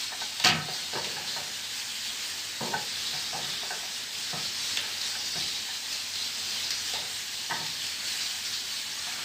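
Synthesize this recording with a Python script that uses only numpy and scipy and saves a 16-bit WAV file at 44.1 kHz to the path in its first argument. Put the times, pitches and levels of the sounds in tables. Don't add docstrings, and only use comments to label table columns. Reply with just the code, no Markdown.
import sys
import numpy as np
from scipy import signal
from scipy.fft import rfft, irfft, next_fast_len
from scipy.io import wavfile
from scipy.ndimage import uniform_filter1d, map_coordinates

SR = 44100
rng = np.random.default_rng(int(sys.argv[2]) if len(sys.argv) > 2 else 0)


def store_pcm(level_fs):
    pcm = np.round(np.clip(level_fs, -1, 1) * 32767).astype(np.int16)
    wavfile.write(sys.argv[1], SR, np.atleast_2d(pcm).T)


N = 407484

SPAN = 16384
BLOW_HZ = np.fft.rfftfreq(2 * SPAN, 1 / SR)

# start_s, peak_db (between 550 and 1100 Hz), thump_db, body_db, rim_db,
# body_ring_hz, wall_ring_hz, rim_ring_hz, t60_s (before a small fixed extension)
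KNOCKS = [(0.12, -35.5, -9, -20, -9, 415, 747, 1800, 0.16),
          (0.215, -30, -23, -12.5, -12.5, 440, 795, 1530, .35),
          (0.397, -35, -4, -17, -10, 550, 990, 1770, 0.31),
          (0.445, -21.5, 13.5, -5.5, 0, 533, 720, 2360, 0.49),
          (0.459, -26.5, 8, -12, 5.5, 504, 735, 1311, 0.8), (0.684, -32.5, 2, -4.5, -14, 423, 770, 1630, 1),
          (0.93, -32, 5, 5, -15, 420, 643, 1530, 0.37), (0.954, -28.5, 0, -10, -8, 373, 930, 1650, .35),
          (1.053, -42, 7, 10, -19, 425, 640, 1670, .39), (1.165, -35, 5, -5, -7, 415, 837, 1680, 0.98),
          (1.364, -32, -5, -13, -9, 447, 762, 1860, 0.22), (1.401, -42, 6, 1, -10, 436, 1000, 2220, 0.98),
          (2.608, -29.5, 11.5, 3.5, -19, 412, 930, 1550, .51),
          (2.727, -33, -11, -11, -14, 491, 875, 1510, 0.15),
          (2.737, -19, -16, -12, -9.5, 493, 833, 1530, 0.24),
          (3.133, -36.5, 10.5, -6, 1.5, 533, 730, 2360, 0.64),
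          (3.33, -30.5, 0, -10, -7, 512, 740, 1630, .4), (3.347, -29.5, 5.5, -8, -20, 516, 802, 1680, .6),
          (3.631, -34.5, -1, -3, -3, 417, 755, 2500, 0.24),
          (3.705, -30.5, -11, -11, -5, 510, 776, 1530, .26),
          (3.83, -38, -9, -20, -18, 428, 740, 1880, 0.29),
          (4.33, -32.5, 9.5, -2.5, -7, 530, 716, 1270, .28), (4.45, -50, 11, 5, 6, 420, 610, 1800, .31),
          (4.772, -43, 9, 6, 11, 417, 620, 2170, 0.27), (4.832, -43, 1, -8, 2, 428, 824, 2340, 0.24),
          (5.151, -40.5, -20, -25, 0, 423, 810, 2390, 0.24),
          (5.354, -38.5, 9.5, -4.5, -7, 357, 705, 1730, 0.23),
          (5.686, -40.5, -5, -19, -6, 549, 708, 1760, 0.21), (6.935, -33, -3, -1, -8, 554, 750, 1790, 0.22),
          (6.955, -31, -4, -8, -9, 570, 890, 1790, 0.25), (7.019, -39, 4, -6, -11, 490, 770, 1780, 0.5),
          (7.497, -33.5, 5, -16, -3.5, 455, 700, 1790, 0.34),
          (7.509, -26, 4.5, -14, -4.5, 369, 917, 1940, 0.26), (7.608, -38, 9, -11, -8, 495, 910, 1870, .32),
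          (9.069, -38.5, 1, -19, -7, 495, 720, 1700, 0.43)]
KNOCK_HZ = [160, 420, 800, 1700, 2600, 5000]
# pitch_hz, width_hz, level_db
BOWL_MODES = [(154, 18, 3), (190.6, 6.5, 2.5), (207, 40, -0.5), (367.4, 28.5, 6.5), (472, 90, 4.5),
              (592, 41, 7.5), (738, 48, 5.5), (834, 32, 6), (908, 57, 7), (1293, 35, 7.5), (1521, 31, 10.5),
              (1700, 61, 6), (1782, 27, 11.5), (1934, 110, 6), (2205, 67, -2), (2354, 56, 5),
              (2576, 30, 6.5), (2860, 62, 10), (3720, 55, -4), (4170, 130, -2), (6900, 560, -1),
              (8900, 270, 1)]
UPPER_DB, TREBLE_DB = -4, -14
DIRECT_DB, DIRECT_PER_THUMP = -0.4, -0.26


def knocks():
    total, f = np.zeros(N), BLOW_HZ
    mode_hz, width_hz, mode_db = np.transpose(BOWL_MODES)
    signs = (-1) ** np.arange(len(mode_hz))[:, None]
    modes = peak(f, mode_hz[:, None], width_hz[:, None]) * signs
    band = (f > 550) & (f < 1100)
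    for start_s, peak_db, thump_db, body_db, rim_db, *rings, t60_s in KNOCKS:
        tone_db = [thump_db, body_db, 0, rim_db, rim_db + UPPER_DB, rim_db + TREBLE_DB]
        tone = list(zip(KNOCK_HZ, tone_db))
        favour_db = sum(9 * np.exp(-(np.log(mode_hz / ring_hz) / 0.061) ** 2) for ring_hz in rings)
        ringing = amp(mode_db + along(tone, mode_hz) + favour_db) @ modes
        clatter = 0.23 * amp(along(tone, f)) * peak(f, 980, 3000)
        direct = amp(DIRECT_DB + DIRECT_PER_THUMP * thump_db)
        total += struck(start_s, peak_db, t60_s, ringing + clatter, direct, 0.017, band)
    return total


# start_s, peak_db, pitch_hz
CLICKS = [(0.399, -18, 3740), (0.4406, -12, 2660), (0.4471, -6, 4500), (0.453, -12, 3100),
          (0.4574, -10.5, 2900), (0.4658, -20, 2960), (0.471, -7, 4270), (0.4795, -15, 2300),
          (0.488, -13, 2970), (0.4994, -17, 4720), (0.515, -21, 2400), (1.046, -20, 3430),
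          (1.797, -28, 4830), (2.301, -26, 8250), (3.068, -24, 4450), (3.4454, -24, 3810),
          (4.3046, -20, 4450), (4.772, -13, 3350), (4.813, -24, 9650), (5.014, -19, 4500),
          (5.1512, -24.5, 4100), (5.2111, -26, 4320), (5.2619, -21.5, 4790), (5.319, -30, 11000),
          (5.4242, -22, 3870), (5.844, -28, 4000), (5.928, -19.5, 4470), (6.1557, -20.5, 3980),
          (6.5068, -18, 4720), (6.706, -16, 4700), (6.938, -19, 3560), (7.664, -21, 4090), (7.7, -24, 4300),
          (7.8675, -25, 5000), (8.454, -33, 4740)]
CLICK_T60_S, FIZZ_DB = 0.2, -24.5


def clicks():
    total, f = np.zeros(N), BLOW_HZ
    upper = np.zeros(len(f), complex)
    for k, (mode_hz, width_hz, mode_db) in enumerate(BOWL_MODES):
        if mode_hz > 2200:
            upper += (-1) ** k * amp(mode_db) * peak(f, mode_hz, width_hz)
    for start_s, peak_db, pitch_hz in CLICKS:
        ring = peak(f, pitch_hz, 570) * (1 + 1.1 * upper)
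        snap = 0.29 * peak(f, 3300, 5100) ** 2
        contact = (ring + snap) / (1 + (f / 9000) ** 6)
        fizz = amp(FIZZ_DB) * peak(f, 12500, 5000) ** 2
        total += struck(start_s, peak_db, CLICK_T60_S, contact + fizz, 0.87, 0.0051, f > 0)
    return total


def struck(start_s, peak_db, t60_s, colour, direct, early_s, band):
    t = np.arange(SPAN) / SR
    build_up = 1 - np.exp(-t / 0.0081)
    fade_out = np.hanning(2 * SPAN)[SPAN:]
    push = echo(t60_s + 0.034, size=SPAN) * build_up * fade_out
    near = rng.standard_normal(SPAN) * np.exp(-(t / early_s) ** 2)
    push += direct * near / np.linalg.norm(near)
    push[0] += 0.67 * direct
    spectrum = rfft(push, 2 * SPAN) * colour
    top = np.abs(irfft(spectrum * band)).max()
    out, at = np.zeros(N + SR), round(start_s * SR)
    out[at:at + SPAN] = amp(peak_db) / top * irfft(spectrum)[:SPAN]
    return out[:N]


# start_s, bubbling_db, spray_db, gurgle_db
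WATER = [(0.0, -40, -43, -46), (0.31, -42.5, -45, -49.5), (0.62, -37, -44, -50), (0.95, -39.5, -44, -48),
         (1.8, -42.5, -42.5, -49), (3.03, -37.5, -42.5, -49), (3.34, -37.5, -43, -45.5),
         (3.76, -39.5, -43, -48), (4.09, -37.5, -42.5, -51.5), (4.94, -35.5, -41.5, -48.5),
         (5.56, -35.5, -42.5, -62), (5.66, -38, -41.5, -54), (6.66, -36, -42, -53.5),
         (6.92, -40.5, -40.5, -50), (7.1, -42, -42, -51), (7.62, -37, -43, -56.5),
         (8.18, -38.5, -40.5, -45), (8.47, -42.5, -42.5, -51), (8.59, -40, -42, -54),
         (9.24, -38.5, -41, -43)]
# crest_s, crest_db, pitch_hz
SPLASHES = [(0.03, -40, 4000), (0.22, -35.5, 4200), (0.94, -34.5, 4300), (1.05, -44, 3900),
            (1.28, -35.5, 4020), (1.65, -37.5, 3750), (2.07, -39, 3780), (2.85, -49, 4280),
            (3.07, -37.5, 4180), (3.45, -44, 4240), (3.54, -35, 4020), (3.86, -38.5, 4400),
            (4.46, -34.5, 4120), (4.98, -42, 4300), (5.06, -40, 4100), (5.27, -40, 4120),
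            (5.41, -38.5, 3650), (5.93, -41, 4760), (6.15, -41, 4000), (6.22, -35.5, 4200),
            (6.5, -39, 4200), (6.64, -33.5, 4380), (6.725, -32.5, 4680), (6.87, -37, 4330),
            (6.95, -32.5, 3720), (7.34, -39, 4500), (8.22, -34.5, 4450), (8.46, -36, 4500),
            (8.54, -33, 4200), (8.74, -43, 4300), (9.0, -41, 4650), (9.08, -41, 4400)]
# pitch_hz, level_db
SPRAY_COLOUR = [(590, -35), (1000, -13.5), (1130, -15), (1360, -13.5), (1640, -5), (2110, -5), (3050, 0),
                (4110, -3.5), (4510, -2), (8100, -4.5), (9960, -19), (14600, -16), (15600, -15)]
SPLASH_RISE_S, SPLASH_FALL_S = 0.014, 0.046
BUBBLE_HZ = 4204
SPRAY_FOLLOWS = 0.1


def water():
    t = np.arange(N) / SR
    knots_s, *columns = np.transpose(WATER)
    flow_db, spray_db, gurgle_db = (np.interp(t, knots_s, column) for column in columns)
    power = amp(flow_db) ** 2
    weighted_hz = power * BUBBLE_HZ
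    for crest_s, crest_db, pitch_hz in SPLASHES:
        rise = ((crest_s - t) / SPLASH_RISE_S) ** 2
        fall = (t - crest_s) / SPLASH_FALL_S
        burst = amp(crest_db) ** 2 * np.exp(-np.where(t < crest_s, rise, fall))
        power = power + burst
        weighted_hz = weighted_hz + burst * pitch_hz
    splash_db = 10 * np.log10(power)
    surge = wobble(12)

    bubble_hz = weighted_hz / power * np.exp(0.025 * wobble(6))
    splash = drops(bubble_hz, spread=0.1305, cycles=8.3, uneven_db=2.0, count=16000)
    gurgle = drops(np.full(N, 1900), spread=0.23, cycles=2.8, uneven_db=-1.5, count=9000)
    spray = filtered(patchy(1.5), lambda f: amp(along(SPRAY_COLOUR, f)))
    spray_top = filtered(spray, lambda f: f > 6500)

    bubbling = amp(splash_db + 1.26 * surge) * wet(splash)
    gurgling = amp(gurgle_db + 0.78 * wobble(5.2)) * wet(gurgle)
    spray_gain = amp(spray_db + SPRAY_FOLLOWS * (splash_db - flow_db) + 1.06 * surge)
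    return bubbling + gurgling + spray_gain * spray / np.std(spray_top)


def drops(centre_hz, spread, cycles, uneven_db, count):
    draw, t = rng.random((count, 2)), np.arange(200) / SR
    start = (draw[:, 0] * N).astype(int)
    hz = (centre_hz[start] * np.exp(spread * rng.standard_normal(count)))[:, None]
    size = amp(-uneven_db * np.log(draw[:, 1:] + 0.01))
    turns = hz * t
    chirp = np.sin(2 * np.pi * turns * (1 + 0.00825 * turns))
    grain = size * np.exp(-turns / cycles) * chirp
    places = start[:, None] + np.arange(200)
    return np.bincount(places.ravel(), grain.ravel(), N + 200)[:N]


ECHO_EVERY_S = 0.3


def wet(x):
    out, step = np.pad(1.11 * x, (0, SR)), round(ECHO_EVERY_S * SR)
    for at in range(0, N, step):
        piece = signal.fftconvolve(x[at:at + step], echo(0.19, size=SR // 4))
        out[at:at + len(piece)] += piece
    return unit(out[:N])


# pitch_hz, t60_ratio
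TILES = [(150, 3.6), (800, 1.22), (3000, 1.24), (8000, 0.36)]


def echo(t60_s, size):
    hz, t, z = signal.stft(rng.standard_normal(size), SR, nperseg=256)
    band_t60 = t60_s * along(TILES, hz)[:, None]
    tail = signal.istft(z * amp(-60 * t / band_t60), SR, nperseg=256)[1][:size]
    return tail / np.linalg.norm(tail)


# pitch_hz, level_db
AIR_COLOUR = [(15, -57), (25, -32), (48, -39), (81, 4), (182, -7.5), (218, 4.5), (341, -8), (446, -4),
              (479, -10.5), (849, 1.5), (1150, -8.5), (1800, -9.5), (2340, -53), (3960, -120)]
# pitch_hz, waver_hz, level_db (rms)
HUM = (91, 2.47, -63.5)
AIR_DB = -54.5


def room_tone():
    pitch_hz, waver_hz, hum_db = HUM
    air = filtered(patchy(1.6), lambda f: amp(along(AIR_COLOUR, f)))
    phase = 2 * np.pi * np.cumsum(pitch_hz + waver_hz * wobble(5.3)) / SR
    hum = amp(4.1 * wobble(3.9)) * np.sin(phase)
    return amp(AIR_DB) * unit(air) + amp(hum_db) * unit(hum)


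def patchy(depth_db):
    z = signal.stft(rng.standard_normal(N), nperseg=512)[2]
    field = uniform_filter1d(rng.standard_normal(z.shape), size=5, axis=0)
    field = uniform_filter1d(field, size=8, axis=1)
    return signal.istft(z * amp(depth_db * unit(field)), nperseg=512)[1][:N]


def amp(db):
    return 10 ** (np.asarray(db) / 20)


def unit(x):
    return x / np.sqrt(np.mean(x ** 2) + 1e-20)


def along(points, hz):
    f, v = np.transpose(points)
    return np.interp(np.log(hz + 1), np.log(f + 1), v)


def wobble(rate):
    knots = rng.standard_normal(int(N * rate / SR) + 4)
    return map_coordinates(knots, [np.arange(N) * rate / SR])


def filtered(x, response):
    m = next_fast_len(len(x) + SR // 4)
    return irfft(rfft(x, m) * response(np.fft.rfftfreq(m, 1 / SR)), m)[:len(x)]


def peak(f, hz, width):
    return 1j * f * width / (hz * hz - f * f + 1j * f * width)


def scene():
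    mono = knocks() + clicks() + water() + room_tone()
    return np.array([mono, mono])


TOP_HZ = 15550


def record(dry):
    sound = filtered(dry[0], lambda f: (f < TOP_HZ) * (1j * f / (42 + 1j * f)) ** 3)
    return np.array([sound, sound])


dry = scene()
out = record(dry)
store_pcm(out)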